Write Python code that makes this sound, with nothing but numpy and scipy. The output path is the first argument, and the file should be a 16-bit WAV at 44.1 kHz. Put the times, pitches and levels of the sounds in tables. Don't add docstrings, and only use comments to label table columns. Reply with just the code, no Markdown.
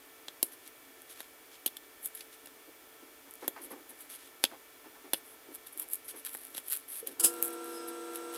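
import sys
import numpy as np
from scipy import signal
from scipy.fft import rfft, irfft
from scipy.io import wavfile
from scipy.ndimage import uniform_filter1d

SR = 44100
rng = np.random.default_rng(int(sys.argv[2]) if len(sys.argv) > 2 else 0)


def bounce(signal):
    frames = np.transpose(np.atleast_2d(signal))
    limited = np.clip(frames, -1, 1)
    pcm = np.round(limited * 32767).astype(np.int16)
    wavfile.write(sys.argv[1], SR, pcm)


N = 369116
TIME = np.arange(N) / SR


def from_db(db):
    return 10 ** (np.asarray(db) / 20)


def drift(per_s):
    knots = rng.standard_normal(4000)
    curve = np.interp(TIME * per_s, np.arange(len(knots)), knots)
    return curve / np.sqrt(np.mean(curve ** 2) + 1e-20)


def colour(x, spectrum, size=4096):
    hz, db = np.transpose(spectrum)
    log_hz = np.log(np.maximum(np.fft.rfftfreq(size, 1 / SR), 1))
    beyond_band = np.abs(log_hz - np.clip(log_hz, np.log(hz[0]), np.log(hz[-1])))
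    gain = from_db(np.interp(log_hz, np.log(hz), db) - 60 * np.minimum(beyond_band, 1))
    cepstrum = irfft(np.log(gain))
    response = irfft(np.exp(rfft(2 * cepstrum[:size // 2], size)))
    return signal.oaconvolve(x, response / np.linalg.norm(response))[:N]


def noise(spectrum):
    return colour(rng.standard_normal(N), spectrum)


def ring(age, hz, t60):
    return from_db(-60 * age / t60) * np.sin(2 * np.pi * hz * age)


def add(track, start_s, piece):
    at = int(start_s * SR)
    track[at:at + len(piece)] += piece[:N - at]


def avalanche(seconds, size=1024):
    age = TIME[:size] / max(seconds, 1 / SR)
    burst = rng.choice([-1, 1], size) * age * np.exp(-2.5 * age)
    return burst / (np.linalg.norm(burst) + 1e-12)


def impulses(per_s, spread_db, clump_db):
    sizes = from_db(spread_db * np.minimum(rng.exponential(1, N), 4)) * rng.choice([-1, 1], N)
    occurs = rng.random(N) < per_s / SR
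    train = sizes * occurs * from_db(clump_db * drift(300))
    local_power = np.abs(uniform_filter1d(train ** 2, size=1024))
    return train / np.sqrt(local_power + 1e-6)


def swells(rows):
    power = np.zeros((len(rows[0]) - 3, N))
    for peak, rise, fall, *levels_db in rows:
        span = slice(max(int((peak - 2 * rise) * SR), 0), int((peak + 2 * fall) * SR))
        away = np.maximum((peak - TIME[span]) / rise, (TIME[span] - peak) / fall)
        power[:, span] += np.outer(from_db(levels_db), from_db(-20 * away)) ** 2
    return np.sqrt(power)


def strokes(rows, attack_s, release_s):
    power = np.zeros((len(rows[0]) - 2, N))
    for start, length, *levels_db in rows:
        span = slice(int(start * SR), int((start + length + 10 * release_s) * SR))
        age = TIME[span] - start
        shape = np.clip(age / attack_s, 0, 1) * np.exp(-np.maximum(age - length, 0) / release_s)
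        power[:, span] += np.outer(from_db(levels_db), shape) ** 2
    return np.sqrt(power)


# frequency in Hz, median rms level in dB.
FAN_TONES = [(445, -69), (1331, -73.5), (1337, -83), (1779, -72), (2287, -70)]

def fan():
    warped_time = TIME + np.cumsum(0.00105 * drift(8)) / SR
    return sum(from_db(db + 1.5 * drift(7.2)) * np.sqrt(2) * np.sin(2 * np.pi * hz * warped_time)
               for hz, db in FAN_TONES)


# frequency in Hz, relative level in dB.
ROOM_SPECTRUM = [(18, -49), (30, -22.5), (130, -23), (210, -26), (270, -7.5), (382, -10), (437, -10),
                 (520, -14.5), (595, -12), (908, -15), (1310, -15.5), (2290, -17), (3000, -20), (3900, -66),
                 (6600, -120)]
HISS_SPECTRUM = [(1760, -41), (3000, -10.5), (3380, -3), (3730, -10), (4000, -10), (7720, -11),
                 (11000, -6.5), (12800, -9.5), (14400, -2), (16000, -22)]

def noise_floor():
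    return from_db(-60) * noise(ROOM_SPECTRUM) + from_db(-59) * noise(HISS_SPECTRUM)


# frequency in Hz, relative level in dB.
PAPER_SPECTRUM = [(3820, -84), (6500, -13), (7640, -9.5), (8300, -5.5), (9020, -4), (10400, 2.5),
                  (11700, 5.5), (13100, -3.5), (15000, -7), (16000, -18)]
WALL_SPECTRUM = [(1500, -27), (2400, -3), (3000, 6), (3600, 6.5), (4300, 3), (5100, -1.5), (6500, -7.5),
                 (8000, -11), (10000, -15.5)]
# frequency in Hz, relative level in dB, 60 dB decay in seconds.
TUBE_MODES = [(242, -52, 0.13), (330, -31, 0.019), (370, -1.5, 0.028), (537, 2, 0.011), (670, -0.5, 0.0099),
              (923, 6, 0.0082), (1580, 1.5, 0.0067), (1840, -0.5, 0.0087)]
# start in seconds, relative levels of crackle, wall, low knock and
# high knock in dB, wall pitch in Hz, time scale of the avalanche in seconds.
STRIP_SNAPS = [(0.2823, -28, -15.5, -69, -43, 3400, .0021), (0.4276, 2.5, -13, -31.5, -42, 5260, 0.0026),
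               (1.2037, -19.5, -23.5, -64, -41, 3600, 0.0022), (1.6602, -0.5, -11, -36, -44, 3080, 0.006),
               (1.6757, -13.5, -19.5, -69, -56, 3540, 0.0031), (1.7673, -18, -22, -80, -53, 3460, 0.0036),
               (2.0567, -6, -31, -63, -70, 3260, .0025), (2.207, -27.5, -21, -68, -77, 3300, .0034),
               (2.4574, -22, -35, -56, -59, 2750, 0.003), (2.4709, -28, -30, -60, -51, 3230, 0.0022),
               (3.4783, -1.5, -15, -33.5, -36, 3330, .0023), (4.4389, 1.5, -0.5, -40, -25, 3590, .0016),
               (4.4502, -19, -9.5, -62, -64, 3440, .002), (5.1332, 0.5, -8, -36.5, -31, 3560, 0.0029),
               (5.1424, -28.5, -16, -47, -44, 3300, 0.0013), (6.3487, -19.5, -44, -74, -37, 3340, .0017),
               (6.548, -20, -25.5, -46, -53, 4000, .0025), (6.5784, -12.5, -19, -51, -45, 3380, 0.0024),
               (7.0712, -10, -35, -48.5, -58, 2840, .0025), (7.4254, 2, -24.5, -67, -48, 2300, 0.00092)]

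def snapping():
    paper, wall, tube = np.zeros((3, N))
    age = TIME[:4096]
    for start, crackle_db, wall_db, low_db, high_db, wall_hz, seconds in STRIP_SNAPS:
        release = start + 0.001145
        add(paper, start + 0.0004, from_db(crackle_db) * avalanche(seconds))
        add(wall, release, from_db([wall_db - 2]))
        add(wall, start, from_db(wall_db) * avalanche(1.05 * seconds))
        add(tube, release, from_db(wall_db - 13.5) * ring(age, wall_hz, t60=0.012))
        for hz, mode_db, t60 in TUBE_MODES:
            knock_db = np.interp(np.log(hz), np.log([400, 1100]), [low_db, high_db])
            add(tube, release, from_db(knock_db + mode_db) * ring(age, hz, t60))
    bass_cut = signal.butter(6, 215, "high", fs=SR, output="sos")
    return colour(paper, PAPER_SPECTRUM) + colour(wall, WALL_SPECTRUM) + signal.sosfilt(bass_cut, tube)


# frequency in Hz, relative level in dB.
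RASP_SPECTRUM = [(900, -16), (1600, -5), (2400, -7.5), (3400, -3), (4300, -6), (5200, -8.5), (7000, -7.5),
                 (9000, -11)]
# peak time, rise and fall in seconds, crackle and rasp levels in dB.
PAPER_PULLS = [(0.437, .005, 0.063, -42.5, -62), (0.677, 0.061, 0.016, -54, -55),
               (1.205, 0.13, 0.08, -57, -55), (2.058, 0.039, 0.028, -35.5, -53.5),
               (2.152, 0.014, 0.096, -45.5, -56), (2.21, .1, 0.034, -56, -54.5),
               (4.01, .04, .05, -47.5, -57.5), (4.437, .014, .03, -45, -48), (5.555, .035, 0.01, -44, -55),
               (5.672, .02, 0.027, -46.5, -54), (5.802, 0.034, 0.027, -37.5, -52),
               (5.824, 0.018, 0.025, -39.5, -53), (5.936, 0.044, 0.036, -35, -53),
               (6.264, 0.018, 0.034, -38.5, -46), (6.289, 0.019, 0.022, -44, -53),
               (6.345, 0.062, 0.069, -41.5, -54.5), (6.43, .15, .25, -52, -63.5),
               (6.55, .012, .04, -47, -51), (6.581, .04, 0.027, -40, -49), (6.73, 0.062, 0.059, -31.5, -44),
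               (7.073, .012, 0.033, -42, -47), (7.116, .03, .03, -51, -58), (7.33, .02, .05, -42.5, -62),
               (7.385, .1, .1, -51, -64), (7.437, 0.027, 0.085, -34.5, -54), (7.536, .015, 0.022, -43, -60),
               (8.16, .04, .03, -42.5, -50.5), (8.347, .03, 0.11, -44, -48.5)]

def tearing():
    crackle, rasp = swells(PAPER_PULLS)
    breaks = impulses(per_s=2400, spread_db=2.5, clump_db=4.5)
    return colour(crackle * breaks, PAPER_SPECTRUM) + colour(rasp * breaks, RASP_SPECTRUM)


# frequency in Hz, relative level in dB.
SWISH_SPECTRUM = [(6000, -47), (7500, -12.5), (8500, -6.5), (10000, 0), (11300, 5.5), (12500, -1.5),
                  (13500, -7), (15500, -17)]
# start and length in seconds, swish and rasp levels in dB.
PAPER_SLIDES = [(0.513, 0.023, -51.5, -59.5), (1.088, 0.037, -52.5, -55.5), (1.51, .05, -69, -59),
                (2.315, 0.033, -58.5, -59), (3.405, 0.058, -60, -60), (3.612, .045, -47, -60),
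                (3.7, .024, -49, -61), (3.886, 0.022, -49.5, -62), (4.09, 0.071, -49, -55),
                (4.18, .1, -62, -61), (5.143, .035, -50, -61), (5.243, .1, -58.5, -77),
                (5.718, 0.016, -50, -68), (6.04, 0.022, -52, -69), (6.075, 0.035, -44, -51.5),
                (6.153, .047, -50, -61), (6.645, 0.035, -56, -64), (6.878, .045, -45.5, -59.5),
                (6.915, 0.087, -42.5, -56), (7.64, 0.14, -53, -63), (7.872, 0.017, -42, -57)]

def sliding():
    swish, rasp = strokes(PAPER_SLIDES, attack_s=0.0095, release_s=0.0085)
    catches = impulses(per_s=12000, spread_db=4.5, clump_db=1.5)
    return colour(swish * catches, SWISH_SPECTRUM) + colour(rasp * catches, RASP_SPECTRUM)


# time in seconds, crackle and wall levels in dB.
FIBRE_CRACKS = [(0.677, -25, -32), (1.0194, -26, -40), (2.152, -31, -42), (3.31, -24, -46),
                (3.3385, -23, -45), (3.3547, -26, -45), (5.5496, -18, -37), (5.5564, -22, -34),
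                (5.7757, -16, -35), (5.7985, -10, -34), (5.8202, -19, -38), (5.8875, -22, -44),
                (5.934, -6.5, -44), (5.9444, -15, -40), (5.9554, -16, -43), (6.0825, -19, -39),
                (6.2497, -14.5, -25), (6.265, -16, -24), (6.4511, -20.5, -34), (6.469, -26, -34),
                (6.5701, -20, -24), (6.6836, -16, -39), (6.7005, -13, -38), (6.7234, -7, -21),
                (6.7306, -11, -18.5), (6.765, -18, -28), (6.772, -14, -35), (7.443, -13, -38),
                (7.4496, -12, -32), (7.4574, -11, -38), (7.481, -14, -43), (7.644, -22, -40),
                (8.1579, -17, -25)]

def cracking():
    paper, wall = np.zeros((2, N))
    for start, crackle_db, wall_db in FIBRE_CRACKS:
        add(paper, start + 0.00019, from_db([crackle_db]))
        add(wall, start + 0.00037, from_db([wall_db]))
    return colour(paper, PAPER_SPECTRUM) + colour(wall, RASP_SPECTRUM)


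# frequency in Hz, relative level in dB.
THUD_SPECTRUM = [(100, -33), (190, -9.5), (280, 8.5), (400, 7.5), (600, -3), (900, -33), (1500, -31)]
RUB_SPECTRUM = [(400, -25), (700, 3.5), (1000, 3), (1500, -3), (2200, -7), (3500, -20), (6000, -19.5)]
# start and length in seconds, thud and rub levels in dB.
GRIP_SHIFTS = [(2.672, .025, -56.5, -70), (3.01, 0.023, -57.5, -69), (3.268, 0.016, -65, -60),
               (3.418, 0.027, -47, -48.5), (3.46, 0.056, -59, -66), (3.555, 0.026, -59, -48),
               (3.59, 0.092, -58, -65), (3.702, 0.028, -45.5, -50), (3.75, .05, -56.5, -63),
               (3.89, .02, -54, -59), (4.505, 0.033, -56, -51.5), (4.835, 0.034, -57, -58),
               (4.945, .02, -66, -59), (5.035, .035, -53.5, -60), (5.475, .05, -57, -68),
               (5.745, .02, -55.5, -65), (5.79, 0.045, -61, -60), (6.135, 0.022, -55, -55),
               (7.055, .07, -53.5, -65), (7.16, 0.029, -57, -66)]

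def gripping():
    thud, rub = strokes(GRIP_SHIFTS, attack_s=0.0087, release_s=0.018)
    slips = impulses(per_s=2500, spread_db=1.5, clump_db=0.5)
    return colour(thud * slips, THUD_SPECTRUM) + colour(rub * slips, RUB_SPECTRUM)


# start in seconds, level in dB, pitch in Hz.
TUBE_BUMPS = [(5.487, -43, 316), (6.14, -45, 442), (7.027, -35.5, 454), (7.044, -39, 445)]

def bumping():
    notes, age = np.zeros(N), TIME[:8192]
    soft_onset = 1 - np.exp(-age / 0.002)
    for start, db, hz in TUBE_BUMPS:
        add(notes, start, from_db(db) * soft_onset * ring(age, hz, t60=0.075))
    return notes


# frequency at normal speed in Hz, relative level in dB.
MOTOR_TONES = [(240, -71.5), (339.3, -49), (393, -72), (452.2, -64), (479.5, -51.5), (678.3, -71),
               (720.5, -61.5), (904.4, -69), (959.5, -64), (1017, -69.5), (1200, -69), (1260, -69),
               (1357, -54), (1599, -67), (2729, -72), (3391, -72), (3688, -76), (3930, -72.5), (5432, -74),
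               (5771, -74), (6449, -73.5), (7946, -73), (8188, -67.5), (8425, -68)]
# time in seconds, ratio to normal speed.
SPEED_CURVE = [(7.2, 1.0), (7.27, 1.01), (7.34, 1.007), (7.45, 1.0)]
# peak time, rise and fall in seconds, relative level in dB.
WHINE_SWELL = [(7.792, .15, .16, -58.5)]
# frequency in Hz, relative level in dB.
WHINE_SPECTRUM = [(4850, -26), (5100, -2), (5350, -31)]
RUSH_SPECTRUM = [(150, -54), (215, -16), (250, 1), (450, 5.5), (700, -4), (1100, -7), (1400, 0),
                 (2000, -9.5), (3500, -11), (7000, -17.5), (8200, -5.5), (9300, -12), (11000, -10),
                 (15000, -39)]

def motor():
    start_s, attack_s, surge_s = 7.197, 0.027, 0.027
    running, age = TIME > start_s, np.maximum(TIME - start_s, 0)
    surge_db = 0.5 * np.exp(-age / surge_s)
    envelope = np.minimum(age / attack_s, 1) * from_db(3 + surge_db)
    speed = np.interp(TIME, *np.transpose(SPEED_CURVE)) + 0.00042 * drift(11)
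    rotor_time = np.cumsum(speed) / SR
    tones = np.zeros(N)
    for hz, db in MOTOR_TONES:
        cycles = hz * rotor_time[running] + rng.random()
        tones[running] += from_db(db) * np.sqrt(2) * np.sin(2 * np.pi * cycles)
    whine = swells(WHINE_SWELL)[0] * noise(WHINE_SPECTRUM)
    rush = from_db(-54.5) * noise(RUSH_SPECTRUM)
    return envelope * (from_db(-0.5) * tones + rush + whine)


# frequency in Hz, relative level in dB.
CLATTER_SPECTRUM = [(190, -25), (260, -5.5), (500, -10), (800, -18), (1400, -11.5), (2200, -23.5),
                    (2900, -9.5), (3500, -15), (4600, -14.5), (5000, -4.5), (5700, -15.5), (6800, -9),
                    (7800, -0.5), (11000, 3), (15500, -14)]
# peak time in seconds, level in dB, rise and decay constants in seconds.
HOUSING_JOLTS = [(7.199, -23.5, 0.0014, 0.0072), (7.208, -26, 0.0029, 0.0066), (7.247, -16, 0.0073, 0.0071),
                 (7.256, -21, 0.0084, 0.019)]

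def clattering():
    power = np.zeros(N)
    for peak, db, rise, decay in HOUSING_JOLTS:
        away = np.maximum((peak - TIME) / rise, (TIME - peak) / decay)
        power += from_db(db) ** 2 * np.exp(-2 * np.minimum(away, 20))
    return np.sqrt(power) * noise(CLATTER_SPECTRUM)


def reflections(x, t60, delay_s, size=16384):
    age = TIME[:size]
    response = rng.standard_normal(size) * from_db(-60 * age / t60) * (age > delay_s)
    return signal.oaconvolve(x, response / np.linalg.norm(response))[:N]


def scene():
    hands = snapping() + tearing() + sliding() + cracking() + gripping() + bumping()
    bench = from_db(-11) * reflections(hands, t60=0.052, delay_s=0.0027)
    room = from_db(-23) * reflections(hands, t60=0.18, delay_s=0.0085)
    return (hands + bench + room + fan() + noise_floor() + motor() + clattering())[None]


def record(dry):
    return signal.sosfilt(signal.ellip(10, 0.2, 80, 15900, fs=SR, output="sos"), dry)


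dry = scene()
out = record(dry)
bounce(out)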